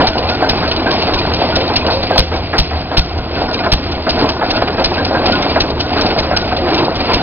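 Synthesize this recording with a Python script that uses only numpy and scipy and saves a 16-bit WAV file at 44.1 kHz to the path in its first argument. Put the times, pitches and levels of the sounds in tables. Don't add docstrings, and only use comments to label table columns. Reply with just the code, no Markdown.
import sys
import numpy as np
from scipy import signal
from scipy.fft import rfft, irfft, next_fast_len
from scipy.io import wavfile
from scipy.ndimage import uniform_filter1d

SR = 44100
rng = np.random.default_rng(int(sys.argv[2]) if len(sys.argv) > 2 else 0)


def bounce(signal):
    frames = np.transpose(np.atleast_2d(signal))
    limited = np.clip(frames, -1, 1)
    pcm = np.round(limited * 32767).astype(np.int16)
    wavfile.write(sys.argv[1], SR, pcm)


N = 318402

# (time [s], hiss level [dB], thump level [dB])
EXHAUST_PUFFS = [(0.0677, -13, -18.5), (0.289, -14.5, -54), (0.487, -13, -17.5), (0.709, -19.5, -37.5),
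                 (0.908, -12, -26.5), (1.132, -15.5, -18), (1.332, -15, -30), (1.552, -12, -21.5),
                 (1.757, -12.5, -18.5), (2.1748, -5, -6.5), (2.358, -21.5, -26), (2.578, -7, -6),
                 (2.967, -5.5, -3.5), (3.175, -25, -18.5), (3.529, -15, -27), (3.715, -7.5, -5.5),
                 (3.912, -20, -25), (4.0886, -11.5, -21.5), (4.287, -12.5, -43), (4.5, -13, -31.5),
                 (4.839, -10, -18), (5.043, -14.5, -45.5), (5.254, -11.5, -47), (5.419, -17, -38),
                 (5.6, -11, -16.5), (5.796, -12, -41), (6.006, -14.5, -33), (6.181, -13.5, -18.5),
                 (6.361, -8.5, -29), (6.738, -14, -34), (6.95, -18.5, -21.5), (7.13, -13, -16)]
# (pitch [Hz], width [Hz], level [dB])
IRON_LOW_MODES = [(164, 31, -6), (298, 57, 2.5), (355.3, 20, 5), (456.4, 76, 2), (539, 36, 4), (632, 66, 5),
                  (732, 41, 8.5), (805, 109, 1.5), (910, 70, 1.5), (1031, 60, 1)]
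IRON_HIGH_MODES = [(1333, 180, -1), (1450, 20, 3.5), (1535, 100, -3), (2210, 1100, -16)]
# (pitch [Hz], width [Hz], level [dB])
STEEL_LOW_MODES = [(2358, 20, -5.5), (2550, 170, -2.5), (3107, 100, -8.5), (3436, 110, -10)]
STEEL_HIGH_MODES = [(3895, 70, -1), (4190, 40, -2.5), (4370, 540, 1.3), (5090, 43, -3.5)]


def amp(db):
    return 10 ** (np.asarray(db) / 20)


def unit(x):
    return x / np.sqrt(np.mean(x ** 2) + 1e-20)


def add(track, start_s, sound):
    part = track[max(round(start_s * SR), 0):][:len(sound)]
    part += sound[:len(part)]


def filtered(x, response):
    size = next_fast_len(N + SR // 2)
    return irfft(rfft(x, size) * response(np.fft.rfftfreq(size, 1 / SR)), size)[..., :N]


def coloured(x, spectrum):
    points_hz, db = np.transpose(spectrum)
    return unit(filtered(x, lambda hz: amp(np.interp(np.log(hz + 1), np.log(points_hz), db, -120, -120))))


def resonate(force, modes):
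    def response(hz):
        return sum((-1) ** k * amp(db) * 1j * hz * width / (pitch ** 2 - hz ** 2 + 1j * hz * width)
                   for k, (pitch, width, db) in enumerate(modes))
    gain = np.sqrt(sum(amp(db) ** 2 * width * np.pi / SR for _, width, db in modes))
    return filtered(force, response) / gain


def patter(per_s, spread_db, fade_s):
    when, chance = rng.random((int(per_s * N / SR), 2)).T
    strength = amp(-spread_db * np.log(0.039 + 0.53 * chance))
    hits = np.bincount((when * N).astype(int), strength ** 2, N)
    power = signal.lfilter([1], [1, -np.exp(-1 / (fade_s * SR))], hits)
    return unit(np.sqrt(power))


def clatter(modes, per_s, spread_db, fade_s):
    sound = np.zeros(N)
    for hz, width, db in modes:
        force = patter(per_s, spread_db, fade_s) * rng.standard_normal(N)
        sound += amp(db) * resonate(force, [(hz, width, 0)])
    return unit(sound)


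def struck(events, low_modes, high_modes, blow, rise_s, tail_s):
    forces, t = np.zeros((2, N)), np.arange(SR // 5) / SR
    for s, db, high_db, length_s in events:
        rattle = np.exp(-t / tail_s) / (1 + (t / length_s) ** 3)
        force = amp(db) * (1 - np.exp(-t / rise_s)) * (rattle + blow * np.exp(-t / 0.0014))
        high_share = amp(high_db)
        add(forces[0], s, force * np.sqrt(1 - high_share ** 2))
        add(forces[1], s, force * high_share)
    low, high = forces * rng.standard_normal((2, N))
    sound = resonate(low, low_modes) + resonate(high, high_modes)
    power = lambda x: np.abs(uniform_filter1d(x ** 2, size=400)) + 1e-5
    return sound * np.minimum(power(np.hypot(*forces)) / power(sound), 4) ** 0.25


def pipe_hum(noise):
    level, t = np.full(N, amp(-27.5)), np.arange(SR // 2) / SR
    half_turn_s, width_s = 0.2, 0.098
    swell = np.exp(-((t - half_turn_s) / width_s) ** 2)
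    for s, _, thump_db in EXHAUST_PUFFS:
        add(level, s, amp(min(thump_db - 10, -20.5)) * swell)
    hum = resonate(noise, [(76.6, 14.3, 0)])
    loudness = np.abs(signal.hilbert(hum, next_fast_len(N))[:N])
    return level * unit(hum / (loudness + 0.26) ** 0.4)


def roar():
    # (time [s], castings level [dB], valve gear level [dB])
    levels = [(0.0, -9, -19), (0.14, -25, -22.5), (0.24, -19.5, -24), (1.29, -17, -24), (1.9, -19, -22),
              (2.25, -25.5, -31), (2.48, -25.5, -27.5), (3.05, -23.5, -28.5), (3.27, -23, -31.5),
              (3.4, -15, -20), (4.1, -22, -28.5), (4.22, -11, -21), (4.34, -21.5, -30), (4.52, -16, -21.5),
              (4.83, -19.5, -26), (5.29, -15, -21.5), (5.8, -21, -30.5), (6.05, -16, -22), (6.6, -19, -27),
              (6.8, -13.5, -17.5), (6.92, -19, -26.5), (7.22, -17, -22)]
    # (frequency [Hz], level [dB])
    iron_tone = [(59, -30.5), (100, -2), (193, -2.5), (285, 4.5), (399, -1.5), (454, 1), (566, -5.5),
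                 (627, 1), (723, -1.5), (1210, -9.5), (1880, -14.5), (4840, -120)]
    gear_tone = [(1500, -18), (2000, 2.5), (2600, 5), (4000, 0), (4700, 6.5), (5200, -1.5), (5450, -12.5),
                 (6400, -32)]
    frame_tone = [(15, -13), (30, -2), (60, -15), (130, -12), (250, -10.5)]
    times, *columns = np.transpose(levels)
    iron_level, gear_level = [amp(np.interp(np.arange(N) / SR, times, db)) for db in columns]
    noise = rng.standard_normal((4, N))
    heavy = patter(per_s=66, spread_db=8.8, fade_s=0.073)
    iron = coloured(noise[0] * (0.42 + 0.11 * heavy + 0.22 * patter(150, 11, 0.0018)), iron_tone)
    iron += 0.71 * clatter(IRON_LOW_MODES, 10, 2.5, 0.021)
    iron += 0.21 * clatter(IRON_HIGH_MODES, 14, 6, 0.011)
    gear = coloured(noise[1] * (0.1 + 1.2 * heavy + 0.57 * patter(140, 11, 0.005)), gear_tone)
    gear += 0.5 * clatter(STEEL_LOW_MODES + STEEL_HIGH_MODES, 45, 3.5, 0.004)
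    rumble = amp(-11.5) * coloured(noise[3], frame_tone)
    whole = iron_level * (iron + rumble) + gear_level * gear + pipe_hum(noise[2])
    return filtered(whole, lambda hz: amp(-(np.maximum(hz - 5500, 0) / 30) ** 2))


def knocks():
    # (time [s], level [dB], share of the high modes [dB], rattle length [s])
    hits = [(0.003, -6, -8.5, 0.012), (0.152, -15.5, -24.5, 0.24), (0.418, -10.5, -13, 0.047),
            (0.552, -23.5, -28, 0.094), (0.624, -16.5, -6.5, 0.061), (0.862, -14, -10.5, 0.034),
            (1.07, -12.5, -9.5, 0.037), (1.414, -13, -24.5, 0.042), (1.693, -12.5, -18, 0.047),
            (1.88, -12.5, -15, 0.06), (2.098, -10.5, -23, 0.038), (2.153, -10, -16.5, 0.024),
            (2.313, -13, -16, 0.095), (2.53, -9, -6.5, 0.043), (2.709, -15.5, -11.5, 0.092),
            (2.909, -13, -10.5, 0.076), (3.636, -12.5, -6, 0.029), (3.659, -8.5, -13.5, 0.019),
            (4.065, -8, -7.5, 0.032), (4.165, -17.5, -9, 0.1), (4.411, -10, -7.5, 0.035),
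            (4.62, -11, -9.5, 0.015), (4.78, -10, -12.5, 0.062), (4.912, -10, -31, 0.015),
            (4.986, -14.5, -17.5, 0.034), (5.142, -16, -13, 0.15), (5.557, -5, -10.5, 0.025),
            (5.957, -14.5, -5, 0.059), (6.308, -13, -6, 0.04), (6.516, -15, -4.5, 0.024),
            (6.659, -15, -9, 0.12), (7.089, -11, -13.5, 0.045)]
    return struck(hits, IRON_LOW_MODES, IRON_HIGH_MODES, blow=0.7, rise_s=0.0012, tail_s=0.27)


def exhaust():
    # (frequency [Hz], level [dB])
    jet_tone = [(800, -15.5), (2000, -17), (2800, -11.5), (4500, -7.5), (5450, -8), (6400, -12.5)]
    flow, thumps, t = np.zeros(N), np.zeros(N), np.arange(SR // 5) / SR
    step = lambda at_s, width_s: 0.5 + 0.5 * np.tanh((t - at_s) / width_s)
    fade = lambda from_s, fade_s: np.exp((from_s - t) / fade_s)
    push_s, echo_s, calm_s = 0.015, 0.03, 0.039
    suction = -1.2 * (t / push_s) ** 3 * (1 - step(push_s, 0.001))
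    push = 1.23 * step(push_s, 0.00033) * fade(push_s, 0.03) * (1 - step(echo_s, 0.0012))
    rebound = -1.1 * step(echo_s, 0.00094) * fade(echo_s, 0.043) * (1 - step(calm_s, 0.0022))
    overtone = 0.37 * step(push_s, 0.001) * np.sin(2 * np.pi * 150 * (t - push_s)) * fade(push_s, 0.015)
    gas_sway = np.cos(2 * np.pi * 60 * (t - calm_s - 0.003)) + 0.7 * np.sin(2 * np.pi * 165 * t)
    settling = 0.4 * step(calm_s, 0.002) * gas_sway * fade(calm_s, 0.035)
    onset = 1 - np.exp(-(t / 0.0041) ** 2)
    for s, hiss_db, thump_db in EXHAUST_PUFFS:
        open_s = min(0.018 + 0.42 * amp(thump_db) ** 2, 0.032)
        port_open = 1 - step(open_s, 0.0021)
        add(flow, s, amp(hiss_db) * onset * (fade(0, 0.029) * port_open + 0.32 * fade(0, 0.061)))
        add(thumps, s, amp(thump_db) * (suction + push + rebound + overtone + settling))
    flow *= unit(1 + 0.7 * patter(300, 5, 0.0015))
    force = flow * rng.standard_normal((2, N))
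    jet = flow * coloured(rng.standard_normal(N), jet_tone)
    steel = resonate(force[0], STEEL_LOW_MODES + STEEL_HIGH_MODES)
    iron = resonate(force[1], IRON_LOW_MODES)
    return jet + 0.38 * steel + 0.18 * iron + thumps


def valve_ticks():
    # (time [s], level [dB], pitch [Hz])
    snaps = [(0.0749, -14, 2370), (0.178, -10, 2870), (0.2858, -10, 2530), (0.3451, -13.5, 2450),
             (0.494, -8.5, 3700), (0.5723, -14, 2385), (0.676, -10, 4560), (0.713, -6, 2900),
             (0.7602, -10, 2970), (0.9068, -17, 3500), (1.018, -9, 2760), (1.1868, -7, 2460),
             (1.336, -9.5, 4030), (1.359, -15, 2430), (1.5565, -11, 2960), (1.6756, -12.5, 4500),
             (1.733, -15, 4420), (1.757, -2.5, 2750), (1.863, -8.5, 2900), (1.901, -10.5, 4000),
             (1.925, -13, 3950), (2.0275, -7.5, 3900), (2.157, -11, 4360), (2.3381, -12.5, 2240),
             (3.5423, -10, 2390), (4.0944, -4, 3760), (4.189, -9, 3900), (4.291, -8.5, 3100),
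             (4.561, -10, 2740), (4.796, -14, 2560), (4.8461, -7.5, 4100), (4.9397, -12.5, 2510),
             (5.319, -7, 3040), (5.4251, -13, 2120), (5.494, -10.5, 2380), (5.6065, -14.5, 2670),
             (5.698, -11.5, 3950), (5.8, -7.5, 2980), (6.015, -9.5, 3740), (6.0606, -12, 4200),
             (6.1848, -10.5, 2170), (6.5646, -8.5, 3490), (6.7783, -8, 2660), (6.8446, -10.5, 3700),
             (7.0014, -11, 2370), (7.1398, -8.5, 2790)]
    notes, t = np.zeros(N), np.arange(SR // 20) / SR
    fade_cycles, rattle_s = 17.7, 0.018
    for (s, db, hz), phase in zip(snaps, rng.random(len(snaps))):
        loudness = amp(db) * (1 - np.exp(-t / 0.0035)) * np.exp(-t * hz / fade_cycles)
        add(notes, s, loudness * np.sin(2 * np.pi * (hz * t + phase)))
    rattles = [(s, db - 4.5, -0.5, rattle_s) for s, db, _ in snaps]
    return notes + struck(rattles, STEEL_LOW_MODES, STEEL_HIGH_MODES, blow=0.24, rise_s=0.0019,
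                          tail_s=0.021)


def clean_blows():
    # (time [s], peak level [dB])
    hits = [(0.154, -4.5), (0.423, -0.5), (0.472, -5.5), (0.858, -3.5), (1.416, 1), (1.488, -8.5),
            (2.109, -1.5), (2.175, -7), (2.535, -6), (3.417, 0), (3.634, -8), (4.08, -12.5), (4.254, -4),
            (4.427, -6), (4.622, 1), (4.845, -6.5), (5.109, -5), (5.146, -13), (5.296, -1.5), (5.561, -9),
            (6.311, -6), (6.524, -7.5), (6.88, -1.5)]
    sound, t = np.zeros(N), np.arange(SR // 20) / SR
    peak_s = 0.003
    ring = sum(amp(db) * np.cos(2 * np.pi * hz * (t - peak_s)) for hz, _, db in IRON_LOW_MODES[4:9])
    ring *= (t / peak_s * np.exp(1 - t / peak_s)) ** 2
    for s, db in hits:
        add(sound, s, amp(db) * ring / ring.max())
    return sound


def hollow_parts():
    # (time [s], level [dB], pitch [Hz])
    rings = [(0.4259, -14, 1560), (0.55, -23, 725), (0.504, -23.5, 1517), (0.862, -11.5, 1580),
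             (0.895, -19, 1074), (1.561, -15.5, 533), (1.808, -17.5, 2520), (1.93, -15.5, 528),
             (2.116, -17, 1600), (2.12, -14, 518), (3.592, -19, 2450), (4.4227, -19.5, 1696),
             (4.9763, -14.5, 1595), (5.146, -14.5, 1596), (6.53, -23, 631)]
    sound, t = np.zeros(N), np.arange(SR // 4) / SR
    fade_cycles, purity = 56, 60
    for s, db, hz in rings:
        drift = np.cumsum(rng.standard_normal(len(t))) * np.sqrt(2 * np.pi * hz / purity / SR)
        loudness = amp(db) * (1 - np.exp(-t * hz / 5)) * np.exp(-(t * hz / fade_cycles) ** 2)
        add(sound, s, loudness * np.sin(2 * np.pi * hz * t + drift))
    return sound


def scrapes():
    # (time [s], level [dB], length [s])
    slides = [(0.622, -25.5, 0.044), (0.993, -22, 0.14), (1.9, -17.5, 0.09), (3.37, -25, 0.096),
              (4.438, -23, 0.07), (5.96, -19.5, 0.07), (6.053, -23, 0.057)]
    rattles = [(s, db, -0.5, length_s) for s, db, length_s in slides]
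    return struck(rattles, STEEL_LOW_MODES, STEEL_HIGH_MODES, blow=0, rise_s=0.005, tail_s=0.3)


def gain_control(x):
    bass_hz, threshold_db, depth, recovery_s, delay_s = 96, -23, 0.57, 0.46, 0.018
    bass = signal.lfilter(*signal.butter(1, bass_hz, fs=SR), x)
    memory = np.exp(-1 / (recovery_s * SR))
    power = signal.lfilter([1 - memory], [1, -memory], bass ** 2)
    late_power = np.pad(power, ((0, 0), (round(delay_s * SR), 0)))[:, :N]
    return x * (1 + (late_power / amp(threshold_db) ** 2) ** 2) ** (-depth / 4)


def scene():
    engine = roar() + knocks() + exhaust() + valve_ticks() + clean_blows() + hollow_parts() + scrapes()
    return np.array([engine, engine])


def record(dry):
    dull_hz, dull_db, ceiling, top_hz = 5590, -9.5, 1.274, 5819
    dulled = filtered(dry, lambda hz: amp(dull_db * (0.5 + 0.5 * np.tanh((hz - dull_hz) / 100))))
    ducked = gain_control(dulled)
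    left, right = ducked / (1 + np.abs(ducked / ceiling) ** 6) ** (1 / 6)
    stereo = np.array([np.pad(left, (4, 0))[:N], right])
    return filtered(stereo, lambda hz: amp(-(np.maximum(hz - top_hz, 0) / 75) ** 2))


dry = scene()
out = record(dry)
bounce(out)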